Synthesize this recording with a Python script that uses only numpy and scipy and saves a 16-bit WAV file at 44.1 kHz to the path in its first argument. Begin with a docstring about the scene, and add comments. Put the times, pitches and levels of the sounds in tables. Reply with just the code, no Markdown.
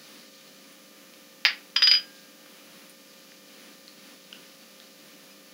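"""Glass spice bowls in a tiled kitchen.

Vegetables sizzle faintly as steam bubbles burst in oil, over a gas flame, motor hum and electric whine.
Fingers, spices and utensils tap lightly. A small glass bowl knocks down on a stone counter,
then rattles against a second bowl and rings until the hand damps it."""
import sys
import numpy as np
from scipy import signal
from scipy.fft import rfft, irfft
from scipy.io import wavfile
from scipy.ndimage import uniform_filter1d

SR = 44100
rng = np.random.default_rng(int(sys.argv[2]) if len(sys.argv) > 2 else 0)


def inscribe(sig):
    """Save sig as 16-bit PCM at rate SR to the path in sys.argv[1].

    A 1-D sig is mono; a 2-D sig holds one channel per row.
    Samples are clipped to [-1, 1] before scaling.
    """
    pcm = np.round(np.clip(np.atleast_2d(sig).T, -1, 1) * 32767)
    wavfile.write(sys.argv[1], SR, pcm.astype(np.int16))


N = 243873
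TIME = np.arange(N) / SR


def amp(db):
    """Decibels to gain."""
    return 10 ** (np.asarray(db) / 20)


def unit(x):
    """Scale to rms 1."""
    return x / np.sqrt(np.mean(x ** 2) + 1e-20)


def read(points, hz):
    """Interpolate a table over log frequency."""
    f, value = np.transpose(points)
    return np.interp(np.log(hz + 1), np.log(f), value)


def add(mix, start_s, sound):
    """Mix a sound in at start_s."""
    part = mix[max(round(start_s * SR), 0):][:len(sound)]
    part += sound[:len(part)]


def tint(x, colour):
    """Filter by a spectrum table; rms 1."""
    return unit(irfft(rfft(x) * amp(read(colour, np.fft.rfftfreq(N, 1 / SR))), N))


def drift(rate_hz):
    """Slow random wander; rms 1."""
    lowpass = np.exp(-(np.fft.rfftfreq(N, 1 / SR) / rate_hz) ** 2)
    return unit(irfft(rfft(rng.standard_normal(N)) * lowpass, N))


def kitchen(x, build_s):
    """Dense reflections off tiles and steel build up, then die band by band."""
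    # room decay: f/Hz, t60/s
    decay = [(150, .2), (800, .3), (2000, .245), (3300, .21), (5500, .18), (14000, .12)]
    echoes = rng.standard_normal(SR) * (rng.random(SR) < .2)
    hz, t, bands = signal.stft(echoes, SR, nperseg=256)
    bands = bands * amp(-60 * t / read(decay, hz)[:, None])
    tail = signal.istft(bands, SR, nperseg=256)[1][:SR]
    tail *= 1 - np.exp(-TIME[:SR] / build_s)
    return signal.fftconvolve(x, tail / np.linalg.norm(tail))[:N]


def sizzle(pops_per_s=2500, spread_db=4, flare_s=2.185, flare_db=6, flare_width_s=.055):
    """Tiny steam bubbles burst in the oil, a few larger; the oil flares up once."""
    # frying strength before the flare: t/s, rms level/dB
    strength = [(0, -55), (.45, -56.5), (.7, -61.5), (1.4, -60.5), (2.2, -59), (2.65, -62.5), (3.2, -58),
                (4.6, -57.5), (5.2, -60)]
    # frying spectrum: f/Hz, relative level/dB
    colour = [(500, -13), (1800, -8.5), (2900, 1), (4600, 4.5), (6000, 0), (8000, -10), (16000, -26)]
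    pops = rng.choice([-1, 1], N) * (rng.random(N) < pops_per_s / SR)
    pops = pops * amp(spread_db * np.minimum(rng.exponential(1, N), 4))
    level_db = np.interp(TIME, *np.transpose(strength))
    level_db += flare_db * np.exp(-((TIME - flare_s) / flare_width_s) ** 2)
    return amp(level_db) * tint(pops + kitchen(pops, build_s=.0008), colour)


def flame(level_db=-54, flutter_db=1.7):
    """Soft, fluttering rush of gas flame and room air."""
    # noise spectrum: f/Hz, relative level/dB
    colour = [(30, -44), (80, -28), (125, -26.5), (165, -4.5), (210, -2.5), (300, -1.5), (440, -10),
              (600, -9.5), (900, -14.5), (1300, -11.5), (2500, -10.5), (5000, -14.5), (8400, -26),
              (10300, -17), (12300, -28.5), (15700, -18)]
    return amp(level_db + flutter_db * drift(3.7)) * tint(rng.standard_normal(N), colour)


def motor_hum():
    """A motor and the low resonances it stirs, each wavering in pitch."""
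    # hum tones: f/Hz, rms level/dB, rms waver/Hz
    tones = [(100, -88, .5), (167, -74, 4), (197, -66, 2), (221, -69, 6), (281, -69, 6), (296, -66, 3),
             (396, -72, 3), (489, -68, 1.2), (537.5, -63, 1.3), (599, -73, .5)]
    out = np.zeros(N)
    for hz, db, waver_hz in tones:
        turns = np.cumsum(hz + waver_hz * drift(8.35)) / SR + rng.random()
        out += np.sqrt(2) * amp(db) * np.sin(2 * np.pi * turns)
    return out


def whine(base_hz=59.982, harmonic_step=10, buzz_db=-68, fall_db=-2.5):
    """Electric interference: strong harmonics in phase, a fine treble buzz between them."""
    # runs of evenly spaced strong lines: lowest harmonic, line count
    runs = [(20, 4), (81, 11), (162, 11)]
    # strong-line spectrum: f/Hz, rms level/dB
    colour = [(1200, -69.5), (4800, -72), (6100, -68), (7300, -70.5), (8450, -84.5), (9700, -76.5),
              (10900, -78), (12100, -83), (13500, -71.5), (15100, -74), (15700, -78)]
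    out = np.zeros(N)
    strong = np.concatenate([lowest + harmonic_step * np.arange(count) for lowest, count in runs])
    for hz in base_hz * strong:
        out += np.sqrt(2) * amp(read(colour, hz)) * np.cos(2 * np.pi * hz * TIME)
    weak = np.setdiff1d(np.arange(148, 262), strong)
    weak_hz = base_hz * weak
    harmonics_away = abs(weak[:, None] - strong).min(axis=1)
    weak_db = read(colour, weak_hz) + fall_db * harmonics_away
    buzz = sum(amp(db) * np.cos(2 * np.pi * (hz * TIME + rng.random()))
               for hz, db in zip(weak_hz, weak_db))
    return out + amp(buzz_db) * unit(buzz)


def tap(peak_db, hz, width_hz, rise_s=.00037):
    """A small blow through one resonance: wide ones tick, narrow ones ping."""
    t = TIME[:SR // 4]
    envelope = np.exp(-np.pi * width_hz * t) * (1 - np.exp(-t / rise_s))
    sound = np.diff(envelope * np.sin(2 * np.pi * hz * t))  # small things radiate little bass
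    return amp(peak_db) * sound / abs(sound).max()


def taps(room_db=-4):
    """Light taps of fingers, spices and utensils, and two thin pings."""
    # taps: t/s, level/dB, main resonance f/Hz, width/Hz
    blows = [(.198, -40, 4340, 800), (1.138, -38, 2600, 1800), (2.461, -42, 1290, 500),
             (3.32, -40, 1700, 900), (3.88, -33, 4230, 700), (4.328, -29, 2940, 222),
             (4.801, -33.5, 3600, 1200), (5.31, -50, 5010, 40)]
    # tap resonances: ratio to main f and width, relative level/dB
    tap_modes = [(.51, -14), (1, 0.5), (1.67, -12)]
    # pings: t/s, level/dB
    pings = [(.722, -52.5), (2.8955, -45)]
    # ping resonances: f/Hz, relative level/dB, width/Hz
    ping_modes = [(9400, -2, 50), (12500, -9, 60), (14600, 0, 600)]
    out = np.zeros(N)
    for s, db, hz, width_hz in blows:
        for ratio, mode_db in tap_modes:
            add(out, s, tap(db + mode_db, hz * ratio, width_hz * ratio))
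    for s, db in pings:
        for hz, mode_db, width_hz in ping_modes:
            add(out, s, tap(db + mode_db, hz, width_hz))
    return out + amp(room_db) * kitchen(out, build_s=.001)


def knock(colour, ripple_db, smear, size=2048):
    """A click of peak 1 lingering in its resonances; each contact point stresses them differently."""
    hz = abs(np.fft.fftfreq(size, 1 / SR))
    ripple = np.interp(hz, np.linspace(0, SR / 2, num=80), rng.standard_normal(80))
    log_gain = np.log(amp(read(colour, hz) + ripple_db * ripple))
    phase = -(1 + smear) * signal.hilbert(log_gain).imag  # minimum phase, stretched
    impulse = np.fft.ifft(np.exp(log_gain + 1j * phase)).real
    click = np.roll(impulse, 8)[:size // 2]
    return click / abs(click).max()


def mode(hz, db, t60_s):
    """One second of a decaying sine."""
    t = TIME[:SR]
    return amp(db - 60 * t / t60_s) * np.sin(2 * np.pi * hz * t)


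def landing(knock_db=2, ring_db=-30, room_db=-5):
    """The bowl chatters to rest on stone; the first knock sets bowl and counter ringing."""
    # contacts: t/s, level/dB re knock_db
    bounces = [(1.4508, -2.5), (1.4567, -5), (1.4613, -10), (1.4666, -10.5)]
    # glass-on-stone spectrum: f/Hz, relative level/dB
    colour = [(40, -40), (170, -35), (500, -21), (750, -13.5), (1400, -8), (2300, 7), (3000, 3), (3700, -1),
              (4300, -1.5), (4900, 5), (5700, -14.5), (7000, -32), (9000, -54), (16000, -37)]
    # joint modes of bowl and counter: f/Hz, level/dB re ring_db, t60/s
    modes = [(830, -17, .25), (1220, -11, .25), (1409, -4, .25), (1919, -7, .24), (2209, -5, .18),
             (2265, -6, .22), (2601, -5, .18), (2772, -6, .17), (2923, -4, .14), (3618, -7, .17),
             (4843, -1, .22), (11720, -9, .08), (14700, -11, .09)]
    knocks, ring = np.zeros((2, N))
    contact = amp(knock_db) * knock(colour, ripple_db=1.5, smear=.85)
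    for s, db in bounces:
        add(knocks, s, amp(db) * contact)
    for hz, db, t60_s in modes:
        add(ring, bounces[0][0], rng.choice([-1, 1]) * mode(hz, db + ring_db, t60_s))
    return knocks + ring + amp(room_db) * kitchen(knocks, build_s=.0024)


def contacts(gap_stretch=1.58, rebound_db=-3, graze_lead_s=.0025, graze_db=-16, graze_ring_db=-14):
    """Each clash is a graze of the rims, a blow and two rebounds. Rows: t/s, knock/dB, ring/dB."""
    # bowl on bowl: t/s, knock level/dB, ring level/dB, first gap/s, ring change per rebound/dB
    clashes = [(1.7631, -4.5, -14, .0029, -4), (1.8223, -3.5, -14, .0055, 1.5),
               (1.8728, -3.5, -14.5, .0033, 1), (1.9137, -4.5, -9, 0.005, -4),
               (1.9376, -9.5, -13, .0138, -3.5)]
    k, rows = np.arange(3), []
    for s, knock_db, ring_db, gap_s, step_db in clashes:
        gaps_s = gap_s * gap_stretch ** k  # longer as the bowls part
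        rows.append((s - graze_lead_s, knock_db + graze_db, ring_db + graze_ring_db))
        rows += zip(s + np.cumsum(gaps_s) - gaps_s, knock_db + rebound_db * k ** 2, ring_db + step_db * k)
    return rows


def rattle(bowl_hz=4916, bowl_t60_s=.2, grip_s=1.976, grip_t60_s=.095, shove_rad=.89,
           linger_db=-13, linger_t60_s=.22, room_db=-5, ring_room_db=-21):
    """Every contact knocks and resets the swing and phase of the bowl's modes, until fingers damp them."""
    # glass-on-glass spectrum: f/Hz, relative level/dB
    colour = [(40, -52), (170, -35), (600, -24), (1000, -18.5), (1450, -7), (2000, -3.5), (2600, -3),
              (3150, 4), (4200, -10), (5100, -3), (5900, -14), (7000, -29.5), (9000, -43), (16000, -41)]
    # other bowl modes: f/Hz, level/dB re main note, t60/s
    modes = [(3072, -24, .15), (3369, -20, .28), (8810, -44, .2), (10000, -50, .15), (11730, -35, .08),
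             (14690, -37, .12)]
    knocks, ring = np.zeros((2, N))
    clinks = contacts()
    for s, db, _ in clinks:
        add(knocks, s, amp(db) * knock(colour, ripple_db=3.5, smear=.4))
    starts_s, _, ring_db = np.transpose(sorted(clinks))
    latest = np.maximum(np.searchsorted(starts_s, TIME, side="right") - 1, 0)
    age_s = TIME - starts_s[latest]
    grip_db = -60 * np.maximum(TIME - grip_s, 0) / grip_t60_s
    pole = amp(-60 / (linger_t60_s * SR))  # the tiled corner holds the note briefly
    for hz, db, t60_s in [(bowl_hz, 0, bowl_t60_s)] + modes:
        swing = amp(db + ring_db[latest] + grip_db - 60 * abs(age_s) / t60_s) * (age_s >= 0)
        linger = amp(linger_db) * signal.lfilter([1 - pole], [1, -pole], swing)
        envelope = uniform_filter1d(np.hypot(swing, linger), size=48)
        shoves_rad = shove_rad * rng.standard_normal(len(starts_s))
        phase_rad = uniform_filter1d(shoves_rad[latest], size=64)
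        ring += envelope * np.sin(2 * np.pi * hz * TIME + phase_rad)
    return knocks + ring + kitchen(amp(room_db) * knocks + amp(ring_room_db) * ring, build_s=.0017)


def dish(start_s=1.9133):
    """A larger dish rings along after the hardest clink."""
    out = np.zeros(N)
    add(out, start_s, mode(hz=1614, db=-47.5, t60_s=1.33))
    return out


def scene():
    """All sources, mono."""
    return (landing() + rattle() + dish() + taps() + sizzle() + flame() + motor_hum() + whine())[None]


def record(dry, low_cut_hz=90, high_cut_hz=15850):
    """A small microphone with little bass, then a steep band limit."""
    thin = signal.sosfilt(signal.butter(1, low_cut_hz, "highpass", fs=SR, output="sos"), dry)
    lowpass = signal.firwin(511, high_cut_hz, window=("kaiser", 9), fs=SR)
    return signal.oaconvolve(thin, lowpass[None], "same")


dry = scene()
out = record(dry)
inscribe(out)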